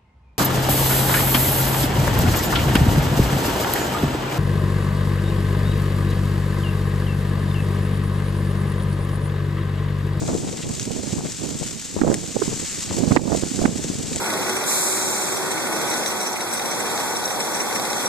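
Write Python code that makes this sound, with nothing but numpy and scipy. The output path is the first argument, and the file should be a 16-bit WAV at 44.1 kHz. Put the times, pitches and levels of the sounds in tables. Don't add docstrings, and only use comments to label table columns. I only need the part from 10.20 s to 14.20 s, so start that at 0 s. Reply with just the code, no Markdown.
import sys
import numpy as np
from scipy import signal
from scipy.fft import rfft, irfft
from scipy.io import wavfile
from scipy.ndimage import uniform_filter1d

SR = 44100
rng = np.random.default_rng(int(sys.argv[2]) if len(sys.argv) > 2 else 0)


def generate_wav(sig):
    pcm = np.round(np.clip(np.atleast_2d(sig).T, -1, 1) * 32767).astype(np.int16)
    wavfile.write(sys.argv[1], SR, pcm)


N = 176400
TIME = np.arange(N) / SR
FREQS = np.maximum(np.arange(N // 2 + 1) * SR / N, 1)
CRACKLES_PER_S = 4000


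def from_db(db):
    return 10 ** (np.asarray(db) / 20)


def unit_rms(x):
    return x / np.sqrt(np.mean(x ** 2) + 1e-20)


def in_time(rows):
    return np.interp(TIME, *np.transpose(rows))


def lowpass(x, hz, order=2):
    return signal.sosfilt(signal.butter(order, hz, fs=SR, output="sos"), x)


def die_away(kicks, decay_s):
    return signal.lfilter([1], [1, -np.exp(-1 / (decay_s * SR))], kicks + 1e-18)


def drift(hz):
    return unit_rms(irfft(rfft(rng.standard_normal(N)) / (1 + (FREQS / hz) ** 2), N))


def colour(x, table):
    hz, *sides = np.transpose(table)
    gain = unit_rms(from_db([np.interp(np.log(FREQS), np.log(hz), side) for side in sides]))
    cepstrum = irfft(np.log(gain), N)
    cepstrum[:, 1:N // 2] *= 2
    cepstrum[:, N // 2 + 1:] = 0
    return irfft(rfft(x) * np.exp(rfft(cepstrum)), N)


def eddies(per_s=60, spread_db=4, decay_s=0.011, rise_hz=258, steady_flow=0.2):
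    rate = per_s * np.exp(np.tanh(drift(per_s)))
    onsets = np.diff(np.floor(np.cumsum(rate) / SR), prepend=0)
    shoves = onsets * from_db(spread_db * rng.uniform(-1.5, 2, N))
    return steady_flow + lowpass(die_away(shoves, decay_s), rise_hz)


# time in seconds, relative level in dB.
GUSTS_LEFT = [(0.0, -22.5), (0.03, -22.5), (0.17, -22.5), (0.2, -29.5), (0.25, -24.5), (0.39, -30),
              (0.51, -27.5), (0.61, -42.5), (0.8, -32), (0.871, -51), (0.99, -24.5), (1.08, -25),
              (1.14, -52), (1.35, -33), (1.41, -23.5), (1.53, -45.5), (1.67, -60), (1.78, -20.5),
              (1.81, -26.5), (1.84, -24), (1.88, -22), (2.18, -49.5), (2.23, -34), (2.34, -25.5),
              (2.49, -50.5), (2.68, -38), (2.718, -22.5), (2.84, -37), (2.95, -23), (2.99, -29),
              (3.23, -45), (3.27, -29), (3.3, -44), (3.48, -20.5), (3.54, -31), (3.57, -32.5), (3.6, -30),
              (3.7, -30.5), (3.92, -27), (3.99, -41)]
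GUSTS_RIGHT = [(0.0, -28.5), (0.04, -25.5), (0.14, -21.0), (0.17, -27), (0.24, -26.0), (0.38, -35.0),
               (0.5, -23.5), (0.56, -33), (0.62, -24), (0.65, -32.5), (0.68, -24), (0.91, -26.5),
               (0.94, -23.0), (1.18, -37), (1.22, -23), (1.36, -27.5), (1.42, -36), (1.46, -29.5),
               (1.53, -33.5), (1.56, -27.5), (1.59, -38), (1.68, -37.5), (1.8, -28.5), (1.83, -16.5),
               (1.921, -14.5), (1.95, -24), (1.97, -27.0), (2.14, -32), (2.17, -18), (2.19, -25),
               (2.31, -27), (2.35, -35.0), (2.44, -27.5), (2.47, -38.5), (2.59, -30.5), (2.64, -37),
               (2.7, -26), (2.74, -29.0), (2.78, -19.0), (2.98, -15.5), (3.01, -20.0), (3.14, -14),
               (3.2, -27.0), (3.24, -22), (3.29, -32), (3.44, -16.0), (3.47, -19), (3.63, -28.5),
               (3.77, -29.0), (3.8, -24.5), (3.87, -35.5), (3.97, -21.5), (3.99, -30.5)]
# frequency in Hz, left and right relative level in dB.
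RUMBLE_SPECTRUM = [(20, -25, -32), (45, -21, -16), (86, 1.5, -4), (172, 4, 0.5), (275, -2.5, -0.5),
                   (454, -6, -7.5), (678, -12, -13), (1068, -19, -24), (2030, -33, -40.5), (4000, -56, -61)]


def wind(trims_db=(-1, 0.8), references_db=(-26, -14.5), bright_above_hz=490, bright_db_per_db=0.51):
    rumbles = colour(rng.standard_normal((2, N)), RUMBLE_SPECTRUM)
    ports = []
    for rumble, gusts, trim, reference in zip(rumbles, (GUSTS_LEFT, GUSTS_RIGHT), trims_db, references_db):
        lumps = np.abs(eddies())
        lumps /= np.sqrt(uniform_filter1d((lumps * rumble) ** 2, size=2600))
        force = from_db(in_time(gusts) + trim) * lumps
        coarse = irfft(rfft(rumble) / (1 + (FREQS / bright_above_hz) ** 4), N)
        fine = (rumble - coarse) * (force / from_db(reference)) ** bright_db_per_db
        ports.append(force * (coarse + fine))
    return np.array(ports)


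# centre in seconds, left and right level of the swing
# in dB, pitch in Hz, half length in seconds.
EDDY_HITS = [(.152, -7.5, -27.5, 350, 0.0019), (.248, -12, -18, 272, 0.0025),
             (0.332, -23.5, -32, 480, 0.0047), (0.476, -25, -34, 436, 0.002),
             (0.677, -14.5, -39.5, 266, 0.0016), (0.834, -32, -21, 455, 0.0015),
             (0.929, -20, -13, 157, 0.0037), (1.008, -18.5, -24, 645, 0.00055),
             (1.054, -26, -27, 543, 0.0026), (1.412, -19, -39, 400, .0015), (1.429, -15, -39, 550, 0.00083),
             (1.766, -5.5, -32, 403, 0.0011), (1.818, -43, -1.5, 287, .003), (1.849, -23, -10, 565, 0.0024),
             (1.878, -30, -3, 465, 0.00068), (1.917, -35.5, -3, 426, 0.0011),
             (2.167, -45.5, -8.5, 484, 0.0027), (2.222, -29, -4.5, 387, 0.0038),
             (2.280, -22, -8, 223, 0.002), (2.33, -15.5, -47, 388, 0.0021),
             (2.711, -13, -28.5, 750, 0.00046), (2.785, -33, -13, 408, 0.003),
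             (2.835, -38.5, -8, 282, 0.0032), (2.911, -13, -5.5, 211, 0.0026),
             (2.921, -35.5, -1, 213, 0.0037), (2.964, -13, 6, 650, 0.00058), (2.971, -13.5, 2, 281, 0.0044),
             (3.055, -29.5, -7, 330, 0.0013), (3.121, -26, -1.5, 410, 0.0013),
             (3.236, -32, -6, 273, 0.0012), (3.317, -34, -12.5, 246, 0.0038), (3.392, -27, -5, 308, 0.0013),
             (3.422, -18.5, -10.5, 200, 0.0013), (3.457, -11, 1, 267, 0.0036),
             (3.646, -23, -15.5, 420, 0.0017), (3.702, -10.5, -23, 260, 0.0026)]


def thumps(roughness=0.23, rough_hz=1990, growth=0.57):
    out = np.zeros((2, N))
    for centre_s, left_db, right_db, hz, half_s in EDDY_HITS:
        span = np.abs(TIME - centre_s) < .03
        age = TIME[span] - centre_s
        strength = from_db([[left_db], [right_db]])
        violence = strength.max() ** growth
        top_hz = min(rough_hz * violence, SR / 4)
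        ragged = unit_rms(lowpass(rng.standard_normal((2, SR // 10)), top_hz, order=6))[:, :len(age)]
        swing = np.sin(2 * np.pi * (hz * age + rng.random()))
        envelope = strength * np.exp(-(age / half_s) ** 2)
        out[:, span] += envelope * (swing + roughness * violence * ragged)
    return out


# centre in seconds, level in dB.
SLACK_SWEEPS = [(.285, -41), (.385, -39), (.435, -37.5), (.60, -46), (.72, -42.5), (.92, -42), (1.065, -41),
                (2.70, -36), (3.87, -42)]


def swishes(centre_hz=2750, log_width=0.53, half_s=0.016):
    grains = rng.standard_normal(N) * (rng.random(N) < CRACKLES_PER_S / SR)
    band = np.exp(-(np.log(FREQS / centre_hz) / log_width) ** 2 / 2)
    crackle = unit_rms(irfft(rfft(grains) * band, N))
    swells = sum(from_db(db) * np.exp(-((TIME - s) / half_s) ** 2) for s, db in SLACK_SWEEPS)
    return crackle * swells


def flag_string(effort_db, flaps_per_s=22, jitter=.25, flap_spread_db=6.5, crackle_spread_db=2.5,
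                swell_db=3, near_db=-6, far_db=-2):
    rate = flaps_per_s * from_db(effort_db / 2) * np.exp(jitter * (rng.normal() + drift(hz=10)))
    onsets = np.diff(np.floor(rng.random() + np.cumsum(rate) / SR), prepend=0)
    flaps = onsets * from_db(flap_spread_db * rng.uniform(-1.9, 2, N))
    spray = lowpass(die_away(flaps, decay_s=0.0029), hz=89, order=1)
    clicks = (rng.random(N) < CRACKLES_PER_S / SR) * rng.choice([-1, 1], N)
    crackles = clicks * from_db(crackle_spread_db * rng.uniform(-0.96, 1.1, N))
    swell = from_db(swell_db * np.tanh(drift(hz=2.8)))
    near = from_db(near_db) * unit_rms(spray * crackles * swell)
    far = from_db(far_db) * rng.standard_normal(N)
    return from_db(effort_db) * (near + far)


# time in seconds, relative level in dB.
FLUTTER_EFFORT = [(0, -1), (.27, -2.5), (.5, -1.5), (.6, .5), (.68, -1.5), (.82, -1), (.9, 1), (1.0, -1),
                  (1.14, 0.5), (1.35, -1), (1.53, 1), (1.85, -2.5), (2.1, .5), (2.24, 1), (2.37, 4),
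                  (2.56, 4), (2.61, 2), (2.8, 2), (3.02, .5), (3.3, 2.5), (3.52, 0.8), (3.64, 2), (3.82, 1),
                  (3.97, 2)]


def flags(strings=12, ripple_db=0.84, tint_db=1, edge_lag_s=4.5e-5, right_lead_s=2.2e-5):
    effort_db = in_time(FLUTTER_EFFORT) + ripple_db * drift(hz=12)
    knots_hz = np.geomspace(1000, SR / 2, strings)
    spread = np.linspace(-1, 1, strings)
    spectrum = 0
    for place in spread:
        tint = from_db(-tint_db * np.interp(FREQS, knots_hz, rng.permutation(spread)))
        left_lead_s = place * edge_lag_s - right_lead_s
        arrival = np.exp(1j * np.pi * FREQS * left_lead_s * np.array([[1], [-1]]))
        spectrum = spectrum + rfft(flag_string(effort_db)) * tint * arrival
    return irfft(spectrum, N) / np.sqrt(strings)


# start in seconds, level in dB relative to the flutter.
WHIP_CRACKS = [(0.597, 16.5), (1.9421, 22), (2.076, 8.5), (2.303, 5), (2.928, 7.5), (3.162, 14),
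               (3.641, 14.5), (3.884, 4), (3.96, 19)]


def snaps(decay_s=0.0011, echo_s=.0055, echo_db=-9, samples=1024):
    out = np.zeros(N + SR)
    age = np.arange(samples) / SR
    for start_s, db in WHIP_CRACKS:
        crack = from_db(db) * rng.choice([-1, 1], samples) * np.exp(-age / decay_s)
        for delay_s, gain in ((0, 1), (echo_s, from_db(echo_db))):
            start = int((start_s + delay_s) * SR)
            out[start:start + samples] += gain * crack
    return out[:N]


# frequency in Hz, left and right relative level in dB.
RUSTLE_SPECTRUM = [(194, -25, 4), (565, -11.5, -8.5), (1160, -8.5, -8), (2010, -6.5, -4),
                   (3100, -2.5, -4.5), (4030, -2.5, -2), (5320, -1.5, 0.5), (6590, 4.5, 3), (7060, 6, 7),
                   (7440, 11.5, -5.5), (8240, 4, -1.5), (8880, -1.5, -19), (10200, -9, -12.5),
                   (11800, -12.5, -26.5), (14700, -17, -34)]


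def rustle(level_db=-32):
    return from_db(level_db) * colour(flags() + snaps(), RUSTLE_SPECTRUM)


def scene():
    return rustle() + swishes() + wind() + thumps()


def record(dry, attack_s=0.0043, release_db_per_s=36.5, ceiling=.97, cutoff_hz=14300):
    over_db = np.maximum(20 * np.log10(np.abs(dry).max(axis=0) + 1e-9), 0)
    recovery_db = release_db_per_s * TIME
    held_db = np.maximum.accumulate(over_db + recovery_db) - recovery_db
    pole = np.exp(-1 / (attack_s * SR))
    ducked = dry * from_db(-signal.lfilter([1 - pole], [1, -pole], held_db))
    clipped = ducked / (1 + (ducked / ceiling) ** 8) ** (1 / 8)
    return signal.sosfilt(signal.ellip(10, .1, 80, cutoff_hz, fs=SR, output="sos"), clipped)


dry = scene()
out = record(dry)
generate_wav(out)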